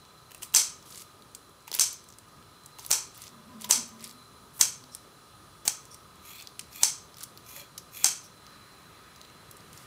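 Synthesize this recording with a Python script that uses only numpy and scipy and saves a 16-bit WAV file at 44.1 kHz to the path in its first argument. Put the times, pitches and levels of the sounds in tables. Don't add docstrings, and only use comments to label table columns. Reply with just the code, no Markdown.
import sys
import numpy as np
from scipy import signal
from scipy.fft import rfft, irfft
from scipy.io import wavfile
from scipy.ndimage import uniform_filter1d

SR = 44100
rng = np.random.default_rng(int(sys.argv[2]) if len(sys.argv) > 2 else 0)


def rack_gain(trim_db):
    fader = np.asarray(trim_db, float)
    return 10 ** (fader / 20)


def log_audio(samples):
    frames = np.atleast_2d(samples).T
    limited = np.clip(frames, -1, 1)
    pcm = np.round(limited * 32767).astype(np.int16)
    wavfile.write(sys.argv[1], SR, pcm)


N = 434826

# pitch in Hz, width in Hz, level in dB.
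BLADES = [(1477, 9.6, -12), (2460, 1080, -13), (3300, 310, -11.5), (4650, 990, -8.5), (5270, 200, -6),
          (6000, 1100, 2.5), (7500, 730, -3.5), (7500, 1700, -5), (8760, 470, -3), (11000, 940, -15),
          (12430, 1320, -63), (15300, 970, -67)]
# pitch in Hz, width in Hz, level in dB.
KNOCK = [(417, 590, -21.5), (964, 200, 7.5), (1430, 2300, 0)]
SILENT_DB = -15.5


def evened(x):
    return x / np.sqrt(np.mean(x ** 2) + 1e-20)


def read(points, hz):
    f, value = np.transpose(points)
    return np.interp(np.log(hz + 1), np.log(f + 1), value)


def add(mix, s, sound):
    part = mix[round(s * SR):][:len(sound)]
    part += sound[:len(part)]


def unroll(rows):
    s, *columns = np.transpose(rows)
    t = np.arange(s[0], s[-1], 1 / SR)
    return s[0], [np.interp(t, s, c) for c in columns]


def slow_noise(shape, size):
    return evened(uniform_filter1d(rng.standard_normal(shape), size))


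def resonate(x, hz, width):
    turn = np.exp(2j * np.pi * np.cumsum(hz * np.ones(len(x))) / SR)
    r = np.exp(-np.pi * width / SR)
    return 2 * (turn * signal.lfilter([1 - r], [1, -r], x / turn)).real


def ring(x, modes, shift=1):
    return sum(rack_gain(db) * resonate(x, hz * shift, width) for hz, width, db in modes)


def colour(x, gain_db):
    return irfft(rfft(x) * rack_gain(gain_db(np.fft.rfftfreq(len(x), 1 / SR))), len(x))


def dull_cut(x, hz):
    return signal.lfilter(*signal.butter(N=2, Wn=hz, btype="high", fs=SR), x)


def grains(count, per_s, spread_db, smooth):
    size = rack_gain(spread_db * np.minimum(rng.exponential(1, count), 4)) * rng.standard_normal(count)
    slips = size * (rng.random(count) < per_s / SR)
    return evened(slips) + smooth * rng.standard_normal(count)


def hiss():
    # frequency in Hz, level in dB per Hz.
    hiss_colour = [(18, -40), (30, -2.5), (152, 4.5), (270, 3), (468, -1.5), (562, 1), (855, -0.5),
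                   (924, 2.5), (1270, 3.5), (2080, -7), (4000, -5), (5060, -6.5), (15600, -14),
                   (15950, -36)]
    # centre in Hz, width in Hz, level in dB.
    fans = [(125.6, 79, 1), (396, 330, -8), (1028, 24, -7.5), (1235, 22.3, 4.5), (3420, 72, -10),
            (4043, 153, -4), (9160, 600, -18), (10500, 500, -15)]
    # time in seconds, level in dB.
    fan_load = [(0, -1), (0.71, 4), (1.34, -0.5), (1.46, -5), (2.14, -26), (2.28, 6), (2.44, 0), (4.2, 3),
                (4.67, -3), (5.46, 3.5), (6.65, -0.5), (9.86, 1)]
    # time in seconds, level in dB, running water in dB against the hiss.
    drift = [(0, -66, -12), (1.05, -65.5, -8), (1.6, -67, -5), (2.15, -67, -3.5), (2.3, -66, 2),
             (3, -65.5, 2), (4.2, -65.5, -4), (6.9, -65, 2), (8.3, -65.5, 6), (8.5, -64.5, 12),
             (9.4, -65, 12.5), (9.86, -63.5, 12.5)]
    # frequency in Hz, level in dB per Hz.
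    water_colour = [(500, -46), (1000, -6.5), (1700, 1), (2500, -2.5), (5000, -18), (10000, -20)]
    wander_db = 1.5

    frames, hz = N // 256 + 5, np.fft.rfftfreq(1024, 1 / SR)
    a, b, patches = rng.standard_normal((frames, 513, 3)).T
    patches = evened(uniform_filter1d(uniform_filter1d(patches, 10, 0), 14, 1))
    s, level_db, water_db = np.transpose(drift)
    t = np.arange(frames) * 256 / SR

    wander = slow_noise((len(fans), frames), 60)
    wander[3] = .4 * wander[3] + np.interp(t, *np.transpose(fan_load)) / wander_db
    bands = 0
    for (f, width, db), w in zip(fans, wander):
        shape = 1 / (1 + (2 * (hz - f) / (width + 15)) ** 2) ** 2
        bands = bands + rack_gain(2 * (db + 3.5)) * shape[:, None] * rack_gain(2 * wander_db * w)

    water = rack_gain(2 * (read(water_colour, hz)[:, None] - 20.5 + np.interp(t, s, water_db)))
    power = 0.22 * rack_gain(2 * read(hiss_colour, hz))[:, None] + bands
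    z = (a + 1j * b) * np.sqrt((power + water) / power.mean())
    z *= rack_gain(np.interp(t, s, level_db)) * rack_gain(.8 * patches)
    return rack_gain(15.5) * signal.istft(z, nperseg=1024, noverlap=768)[1][:N] / np.sqrt(1024)


def hum():
    # pitch in Hz, level in dB rms.
    tones = [(118.4, -82), (398.4, -68), (1012, -68), (1206, -64.5), (1308, -65.5)]
    waver = slow_noise((len(tones), N), 9000)
    hz, db = np.transpose(tones)[:, :, None]
    turns = np.cumsum(hz * (1 + .006 * waver), axis=1) / SR
    return (rack_gain(db - 3.0) * np.sin(2 * np.pi * turns)).sum(axis=0)


def kitchen(x):
    # frequency in Hz, time to die by 60 dB in seconds.
    decay = [(500, 0.36), (1300, 0.41), (3500, 0.37), (6500, 0.34), (9500, 0.29), (14000, 0.23)]
    # delay in seconds, level in dB against the whole tail.
    echoes = [
        (.0128, -12),
        (.0155, -7),
        (.0192, -12),
    ]
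    gap_s = .0125
    first_wall_db, first_wall_s = 3, 0.0243

    taps = np.zeros(SR // 3)
    at = np.arange(0, SR // 3 - 6, 6)
    sizes = rng.choice([-1., 1.], len(at)) * rack_gain(2 * rng.standard_normal(len(at)))
    taps[at + rng.integers(0, 6, len(at))] = sizes
    taps *= rack_gain(1.3 * slow_noise(len(taps), 120))
    hz, t, z = signal.stft(taps, SR, nperseg=256)
    tail = signal.istft(z * rack_gain(-60 * t / read(decay, hz)[:, None]), SR, nperseg=256)[1]

    t = np.arange(len(tail)) / SR
    tail = tail * np.interp(t, [0, gap_s - .0015, gap_s], [.5, .22, 1])
    tail = tail * rack_gain(first_wall_db * np.exp(-np.maximum(t - gap_s, 0) / first_wall_s))
    tail = tail / np.linalg.norm(tail)
    for s, db in echoes:
        tail[round(s * SR * rng.uniform(.98, 1.02))] += rack_gain(db - 6.5)
    return signal.fftconvolve(x, tail)[:N]


def thud(s, peak_db, hz, width, rise_s):
    t = np.arange(6000) / SR
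    envelope = (1 - np.exp(-t / rise_s)) * np.exp(-np.pi * width * t / 2)
    return s, rack_gain(peak_db) * np.sin(2 * np.pi * hz * t) * envelope


def all_thuds():
    # start in seconds, peak in dB, pitch in Hz, width in Hz, rise in seconds.
    thud_rows = [(0.4, -45, 350, 78, 0.008), (1.716, -36, 397, 200, 0.002),
                 (1.679, -33.5, 900, 260, 0.00088), (3.7, -31, 1750, 420, 0.0009),
                 (7.224, -34, 1260, 400, .001), (2.79, -30, 960, 500, 0.00075),
                 (3.645, -38, 980, 60, 0.0016), (4.1, -49, 234, 23.15, 0.021),
                 (7.21, -32, 1550, 380, 0.0023), (5.679, -30, 820, 130, 0.0023),
                 (6.833, -24.5, 850, 241, 0.00095), (8.045, -29, 780, 77, 0.0018),
                 (7.57, -40, 570, 66.67, 0.0082), (7.61, -46, 570, 44.44, 0.0078)]
    return [thud(*row) for row in thud_rows]


def tugs():
    # time in seconds, level in dB, lowest mode in Hz, hold in seconds.
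    pulls = [
        (3.331, -56, 227, 0.078),
        (3.495, -46, 220, .07),
        (3.65, -49, 216, .02),
        (3.782, -46, 237, 0.022),
        (3.93, -50.5, 228, .03),
        (4.02, -52, 231, 0.027),
        (4.15, -61, 242, 0.045),
        (4.4, -61, 234, 0.036),
        (4.828, -60.5, 241, 0.03),
    ]
    rise_db_per_s, fall_db_per_s = 300, 229
    at, peak_db, hz, hold_s = np.transpose(pulls)
    t = np.arange(at[0] - .1, at[-1] + 0.29, 1 / SR)
    since = t - at[:, None]
    fall_db = -fall_db_per_s * np.maximum(since - hold_s[:, None], 0)
    levels_db = peak_db[:, None] + np.minimum(rise_db_per_s * since, fall_db)
    lowest_hz = uniform_filter1d(hz[levels_db.argmax(axis=0)], size=600)
    return t[0], (levels_db.max(axis=0), lowest_hz)


def drag():
    # pitch in Hz, width in Hz, level in dB; the first one is replaced by the moving mode.
    tray = [(223, 9.9, 1.5), (365, 14, -1.5), (610, 13, -6), (1011, 13, 0), (755, 35, -16), (172, 25, -1.5)]
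    s, (level_db, lowest_hz) = tugs()
    rub = grains(len(level_db), 600, 2, 1)
    lowest = resonate(resonate(rub, lowest_hz, 20), lowest_hz, 20)
    lowest = lowest / np.sqrt(uniform_filter1d(lowest ** 2, size=5000) + 1e-9)
    x = evened(lowest) + rack_gain(-5.0) * evened(ring(rub, tray[1:]))
    return s, rack_gain(level_db) * evened(x) * signal.windows.tukey(len(rub), .1)


def squeeze(s, length_s, level_db, swell_db, tilt_db):
    rise_s, fall_s = .01, 0.012
    first_db = level_db - swell_db
    return [(s - rise_s, first_db + SILENT_DB, tilt_db),
            (s, first_db, tilt_db),
            (s + length_s, level_db, tilt_db),
            (s + length_s + fall_s, level_db + SILENT_DB, tilt_db)]


def crinkle(rows):
    # frequency in Hz, level in dB per Hz.
    film_colour = [(710, -35), (1200, -13), (2270, -5.5), (2670, -7), (5390, 3.5), (6360, 0.5), (8930, 7.5),
                   (15100, 2), (16500, -29)]
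    s, (level_db, tilt_db) = unroll(rows)
    x = 0
    for hz in np.geomspace(2100, 13500, 8):
        crease = grains(len(level_db), 500, 2, 1.2)
        crease = resonate(resonate(crease, hz, .3 * hz), hz, .4 * hz)
        x = x + rack_gain(read(film_colour, hz) + tilt_db * np.log2(hz / 6500)) * crease
    x = dull_cut(x, 1700) / rack_gain(abs(tilt_db) * 0.71)
    return s, rack_gain(level_db - 10.0) * evened(x) * signal.windows.tukey(len(x), .06)


def all_crinkles():
    # start in seconds, length in seconds, final level in dB, swell in dB,
    # tilt towards the top in dB per octave.
    rustles = [(0.303, .1, -58, -1, 7), (0.427, 0.041, -45.5, -16, -2), (0.859, 0.16, -38, 7.5, -5),
               (1.023, 0.012, -47, -2, 1), (1.679, 0.027, -51, -14, -11), (1.739, 0.048, -37, -11, -6.5),
               (2.789, 0.095, -44.5, -4, -5.5), (3.147, 0.13, -42, 3.5, -8), (3.604, 0.059, -41, 1, -9),
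               (3.992, 0.068, -36.5, 12, -10), (4.062, 0.044, -41, 10, -1), (4.54, 0.041, -38.5, 9, 8),
               (7.194, 0.028, -42, 1, -7), (7.226, 0.019, -49, -8, 2), (8.236, .012, -50, -2, 8),
               (9.739, 0.1, -46.5, 3, -6)]
    return [crinkle(squeeze(*row)) for row in rustles]


def squeak(s, length_s, level_db, rise):
    # pitch in Hz, width in Hz, level in dB.
    pivot = [(5600, 360, 9), (8700, 480, 0), (7300, 600, -10)]
    rub = grains(round(length_s * SR), 3000, 2, 1)
    rings = ring(rub, pivot, np.linspace(1, rise, len(rub)))
    return s, rack_gain(level_db) * evened(dull_cut(rings, 4000)) * signal.windows.tukey(len(rub), .6)


def all_squeaks():
    # start in seconds, length in seconds, level in dB, rise of pitch as a factor.
    openings = [
        (4.906, 0.063, -53, 0.93),
        (5.899, 0.061, -51.5, 1.03),
        (8.23, 0.048, -53, 1.03),
    ]
    return [squeak(*row) for row in openings]


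def stroke(s, length_s, level_db, swell_db, first, contact):
    rise_share, fall_s = 0.37, 0.069
    edge_db = -18
    low_start_db, low_end_db = -17.5, 1.5
    middle_db = low_start_db + rise_share * (low_end_db - low_start_db)
    middle = first + rise_share * (contact - first)
    return [(s, level_db - swell_db + edge_db, first, low_start_db),
            (s + rise_share * length_s, level_db - swell_db, middle, middle_db),
            (s + length_s, level_db, contact, low_end_db),
            (s + length_s + fall_s, level_db + edge_db, contact, low_end_db)]


def slide(rows, rings_db):
    # pitch in Hz, width in Hz, level in dB.
    blade_rings = [(2466, 140, 7.5), (3430, 120, 7.5), (4210, 150, 6.5), (7000, 380, 0.5), (11600, 390, 1),
                   (13100, 300, 0.5), (14600, 500, -3), (5600, 150, -7)]
    # frequency in Hz, level in dB.
    rasp = [(1800, -15), (2500, -2.5), (4000, -27), (5500, -12), (9500, -9.5), (12500, -9.5), (15000, -11)]
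    s, (level_db, contact, low_db) = unroll(rows)
    rub = grains(len(level_db), 2500, 2.6, 1.0)
    travel = np.clip(contact, .7, 1.2)
    wobble = np.linspace(.98, 1.02, len(rub)) + .025 * slow_noise(len(rub), 900)
    x = rack_gain(low_db + rings_db) * ring(rub, blade_rings[:3], wobble)
    x = x + ring(rub, blade_rings[3:4], travel)
    x = x + ring(rub, blade_rings[4:], travel ** 0.288)
    x = x + colour(rub, lambda hz: read(rasp, hz))
    x = x * rack_gain(1.8 * slow_noise(len(rub), 250))
    return s, rack_gain(level_db - 8.0) * evened(dull_cut(x, 1500)) * signal.windows.tukey(len(x), .1)


def all_slides():
    # start in seconds, length in seconds, final level in dB, swell in dB, narrow low rings in dB.
    strokes = [
        (6.206, 0.19, -41.5, -5, 6.5),
        (6.702, 0.13, -36.5, -1, 4),
        (7.435, 0.15, -36, 3.5, -0.5),
        (7.908, 0.15, -37, -5.5, 2),
    ]
    travels = [
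        (.85, 1.12),
        (.9, 1.15),
        (.88, .98),
        (.92, 1.0),
    ]
    return [slide(stroke(*row, *travel), rings_db) for (*row, rings_db), travel in zip(strokes, travels)]


def burst(length_s, chatter):
    rise_s = .00025
    t = np.arange(1100) / SR
    fading = (1 - np.exp(-t / rise_s)) * np.exp(-t / np.clip(length_s, .0002, .012))
    impact = np.arange(len(t)) == round(rise_s * SR)
    return impact + chatter * rng.standard_normal(len(t)) * fading


def strike(body, length_s, chatter, build_s):
    direct, even = body(burst(length_s, chatter)), body(burst(.001, 0))
    build = 1 - np.exp(-np.arange(len(direct)) / (build_s * SR))
    direct, even = direct * build ** 2, even * build
    direct = direct / abs(direct).max()
    return np.array([direct, even * np.linalg.norm(direct) / np.linalg.norm(even)])


def snap(x, hz, edge_db):
    focus = resonate(resonate(x, hz, 0.61 * hz), hz, 0.39 * hz)
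    edge = rack_gain(edge_db) * np.diff(x, prepend=0)
    return dull_cut(focus + 0.35 * ring(x, BLADES[1:9:2]) + edge, 0.23 * hz)


def tick(peak_db, hz, edge_db, length_s, knock_db=-60):
    def body(x):
        return snap(x, hz, edge_db - 11.0) + rack_gain(knock_db) * dull_cut(ring(x, KNOCK), 410)
    return rack_gain(peak_db) * strike(body, length_s, 0.18, .00008)


def all_ticks():
    # start in seconds, peak in dB,
    # centre in Hz, length in seconds.
    cracks = [(0.308, -30, 2540, 0.0024), (0.317, -24, 2730, 0.0025), (0.3465, -26, 2500, 0.0035),
              (.3466, -25, 9000, 0.0022), (0.379, -35, 11000, 0.0015), (.4155, -42, 9000, .003),
              (0.422, -24, 2700, 0.0035), (0.429, -27, 9000, .002), (0.4304, -22, 3000, 0.0051),
              (.4312, -17, 9000, .003), (1.678, -23, 2500, 0.003), (1.7152, -12.5, 5050, 0.0019),
              (1.7282, -14.5, 3500, 0.002), (1.7412, -12, 5380, .002), (1.7492, -10, 11600, 0.003),
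              (1.7505, -18, 2500, .002), (1.7645, -21, 3500, .004), (1.7882, -12, 3200, .0012),
              (1.7615, -27, 6000, 0.006), (2.66, -26, 8700, 0.0033), (2.786, -25, 2700, 0.002),
              (2.794, -26, 6000, .004), (2.8487, -21, 3990, 0.0025), (2.8632, -17, 11300, 0.0022),
              (3.611, -24, 10500, 0.001), (3.618, -25, 9000, 0.0037), (3.643, -18.5, 3510, 0.005),
              (3.645, -19, 5600, .0036), (4.573, -42, 11500, .0012), (6.251, -30, 2430, 0.0026),
              (6.4095, -26, 3420, .0018), (7.563, -20.5, 2420, 0.0035), (7.579, -27, 2400, .003),
              (7.605, -31, 5500, .002), (7.616, -35, 2300, .002), (6.296, -39, 6800, .003),
              (6.306, -31, 2600, .003), (6.383, -32, 4200, .002), (5.6525, -26, 1200, .003),
              (7.947, -36, 6000, .0022)]
    # start in seconds, peak in dB, centre in Hz.
    snaps = [(1.3484, -23.5, 8500), (1.929, -25, 12000), (2.0872, -32, 7740), (2.04, -37, 9000),
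             (2.102, -35, 6500), (2.137, -38, 5500), (7.507, -39, 13000), (7.463, -36, 6320),
             (2.185, -29, 8700), (2.282, -42, 9100), (2.636, -42, 9100), (3.176, -30, 14400),
             (3.2184, -24, 9500), (4.0063, -31, 5360), (4.0413, -20.5, 9500), (4.042, -25.5, 5200),
             (3.876, -39, 12140), (3.889, -41, 12000), (3.238, -31, 6500), (5.853, -32, 7400),
             (5.9443, -26.5, 8700), (6.423, -25.5, 7300), (6.729, -29, 5200), (7.1688, -29, 5330),
             (7.207, -29, 7500), (7.2315, -20, 10500), (7.236, -20, 8950), (1.4465, -44, 5000),
             (1.493, -43, 12000), (1.604, -45, 6000), (1.624, -44, 8000), (1.315, -48, 8000),
             (7.374, -26.5, 4530), (7.491, -32, 6350), (9.1601, -36, 6300), (9.5114, -27, 10500),
             (9.568, -34, 9000), (9.775, -29, 7150)]
    # start in seconds, peak in dB, centre in Hz.
    smacks = [(0.051, -39, 4220), (0.8259, -35, 5680), (0.946, -30, 4500), (1.222, -36.5, 3930),
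              (2.1243, -37, 6500), (2.426, -40, 3930), (3.146, -35, 9000), (3.2588, -40, 6500),
              (4.949, -18, 9400), (4.95, -35, 5400), (4.839, -32.5, 4200), (6.156, -41, 9000),
              (6.611, -31, 6000), (6.472, -24, 4440), (7.1428, -34, 5500), (1.941, -32, 5000),
              (8.466, -33, 4830), (9.2138, -28, 4000), (9.249, -37, 4060), (9.605, -37, 5500),
              (9.734, -36, 3450)]
    # start in seconds, peak in dB, centre in Hz.
    creases = [(.862, -42, 6000), (.8935, -39, 10000), (.9045, -33, 7000), (.909, -32, 12000),
               (.9225, -33, 3800), (.925, -33, 5500), (.957, -29, 8000), (.9705, -34, 10000),
               (.975, -28, 4500), (.979, -29, 9000), (0.996, -34, 4970), (1.004, -39, 5200),
               (1.0108, -33, 10000), (1.019, -32, 7000), (1.0215, -34, 6800), (3.155, -37, 9000),
               (3.1595, -41, 6000), (3.171, -41, 8000), (3.207, -38, 9000), (3.228, -31, 10000),
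               (3.2685, -36, 4760), (3.279, -32, 5450), (3.291, -37, 8000), (3.9955, -40, 6900),
               (4.015, -38, 7500), (4.026, -32, 9800), (4.049, -29, 5000), (4.07, -34, 4500),
               (4.076, -29, 10500), (4.094, -31, 4500), (4.1015, -41, 9000), (4.111, -31.5, 5000),
               (4.126, -37, 11000), (7.184, -38, 4000), (6.4, -30, 4300), (1.7725, -31, 5000),
               (7.183, -31, 11000), (7.1915, -34, 12000), (7.212, -35, 5500), (7.2245, -32, 4500),
               (9.299, -42.5, 3000), (9.73, -30.5, 9500), (9.816, -42, 10000)]
    # start in seconds, peak in dB, centre in Hz, edge in dB,
    # length in seconds.
    taps = [
        (6.5928, -20.5, 9000, -17, 0.0029),
        (6.593, -26, 2580, -22, 0.003),
        (6.595, -24.5, 5000, -23, 0.0023),
        (7.778, -25.5, 5500, -20, 0.0054),
        (7.779, -25, 11000, -18, 0.0028),
    ]
    # start in seconds, peak in dB, centre in Hz,
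    # edge in dB, length in seconds.
    last_ticks = [(.5246, -34, 9000, -12, .001), (.5412, -14, 14500, -8, .001),
                  (.5413, -15, 3000, -20, .002), (2.8908, -33, 6300, -16, .002),
                  (2.9068, -16, 15000, -10, .002), (2.9072, -20, 4000, -20, .002),
                  (4.5945, -25, 12000, -10, .001), (4.5995, -25, 11000, -14, .001),
                  (2.9138, -6, 6200, -24, .0012), (2.92, -12, 7000, -16, .0008),
                  (1.8105, -9, 6050, -20, .0015), (4.6163, -10, 6500, -16, .0006),
                  (4.6174, -10, 6500, -16, .0008), (5.6802, -12, 7900, -24, .001),
                  (5.6822, -13, 7700, -18, .001), (5.6848, -13, 7700, -18, .0015),
                  (8.0452, -9, 6200, -26, .002), (8.047, -7, 6200, -26, .0005)]
    ticks = [(s, db, hz, 0.5, length_s, -14.5) for s, db, hz, length_s in cracks]
    for rows, edge_db, length_s in [(snaps, 2, 0.0037), (smacks, -9, 0.0023), (creases, -19, 0.0017)]:
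        ticks += [(*row, edge_db, length_s) for row in rows]
    return ticks + taps + last_ticks


def crunch(s, length_s, level_db, hz, swell_db):
    tear = grains(round(length_s * SR), 9000, 1.8, 1)
    tear = snap(tear, hz, -2.5) + 0.47 * ring(tear, KNOCK) + 0.78 * resonate(tear, 3000, 2300)
    tear = tear * rack_gain(np.linspace(-swell_db, 0, len(tear)))
    return s, rack_gain(level_db) * evened(tear) * signal.windows.tukey(len(tear), .2)


def all_crunches():
    # start in seconds, length in seconds, level in dB, centre in Hz, swell in dB.
    tears = [(0.5359, 0.011, -28, 8000, 18), (1.789, 0.0074, -30, 6000, 2), (2.897, 0.0057, -38.5, 7940, 3),
             (2.904, .004, -28, 8000, 2), (2.9068, 0.008, -24, 7920, -2), (3.69, 0.018, -27.5, 8260, 13),
             (4.591, 0.02, -30.5, 8500, 11), (5.651, 0.0272, -35.5, 7000, -6), (5.673, 0.011, -30, 6540, 8),
             (6.815, 0.017, -35, 7500, 13), (8.036, 0.0084, -32, 8000, 8)]
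    return [crunch(*row) for row in tears]


def snip(peak_db, knock_db, lower_db, upper_db, top_db, length_s):
    # pitch in Hz, width in Hz, level in dB.
    blade_tone = [(6170, 190, -1), (7700, 220, -11)]
    chatter = .1
    build_s, knock_lag_s = .0005, .001
    soft = signal.butter(N=1, Wn=13000, fs=SR)
    grip = 1 + .02 * rng.uniform(-0.48, 1)

    def blades(x):
        lower = rack_gain(lower_db) * dull_cut(ring(x, BLADES[:4]), 610)
        upper = ring(x, BLADES[4:7] + blade_tone, grip)
        upper = upper + rack_gain(upper_db) * ring(x, BLADES[7:9], 2 - grip)
        top = rack_gain(top_db + 9.5) * ring(x, BLADES[9:])
        return lower + dull_cut(signal.lfilter(*soft, upper) + top, 2910)

    def handles(x):
        return dull_cut(ring(x, KNOCK), 370)

    steel = dull_cut(strike(blades, length_s, chatter, build_s), 1160)
    knock = strike(handles, 0.0013, 0.061, build_s)
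    knock = np.roll(knock, round(knock_lag_s * SR), axis=1)
    return rack_gain(peak_db) * (steel + rack_gain(knock_db) * knock)


def scene():
    # time in seconds, peak in dB.
    slams = [
        (.5480, -1),
        (1.7957, -2),
        (2.9135, -1),
        (3.7090, -1.5),
        (4.6107, -1),
        (5.6783, -2),
        (6.8323, -1),
        (8.0437, -.5),
    ]
    # low knock in dB, lower modes in dB, top in dB, chatter in seconds,
    # freedom to ring into the room in dB.
    snips = [(-27.5, 1, -4, 0.00093, 6.5), (-32, -2.5, -3, 0.0012, 4), (-24, 2.5, -6, 0.0012, 3),
             (-22, 2, -10, 0.0024, -0.5), (-22, 2, -4, 0.0031, -5), (-25.5, 4, -25, 0.0014, -9),
             (-28, 0.5, -28, 0.0035, -4), (-25.5, 3.5, -3.5, 0.0015, -0.5)]
    lag_s = .0004
    near, send = np.zeros(N), np.zeros((3, N))

    for k, ((s, peak_db), (knock_db, lower_db, top_db, length_s, room_db)) in enumerate(zip(slams, snips)):
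        upper_db = 2 + 0.28 * room_db
        direct, even = snip(peak_db, knock_db, lower_db, upper_db, top_db, length_s)
        add(near, s, direct)
        add(send[k % 3], s, rack_gain(room_db) * even)

    for k, (s, *how) in enumerate(all_ticks()):
        direct, even = tick(*how)
        add(near, s + lag_s, direct)
        add(send[k % 3], s + lag_s, rack_gain(-13.0) * even)

    rubbing = np.zeros(N)
    layers = all_crinkles() + all_slides() + all_crunches() + all_squeaks() + all_thuds() + [drag()]
    for s, sound in layers:
        add(rubbing, s, sound)
    send[0] += rack_gain(-9.5) * rubbing
    return (near + rubbing + sum(map(kitchen, send)) + hiss() + hum())[None]


def band_limit(x):
    return signal.sosfilt(signal.butter(12, 16800, fs=SR, output="sos"), x)


def record(dry):
    # frequency in Hz, level in dB.
    mic = [(20, -37.5), (40, -1.5), (60, 1.5), (15600, -1), (15850, -30), (16000, -45), (16700, -45),
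           (17200, -56)]
    knee, ceiling = .72, 1.0
    heard = colour(dry[0], lambda hz: read(mic, hz))[None]
    over = np.maximum(abs(heard) - knee, 0) / (ceiling - knee)
    heard = np.sign(heard) * (np.minimum(abs(heard), knee) + (ceiling - knee) * np.tanh(over))
    return band_limit(heard)


dry = scene()
out = record(dry)
log_audio(out)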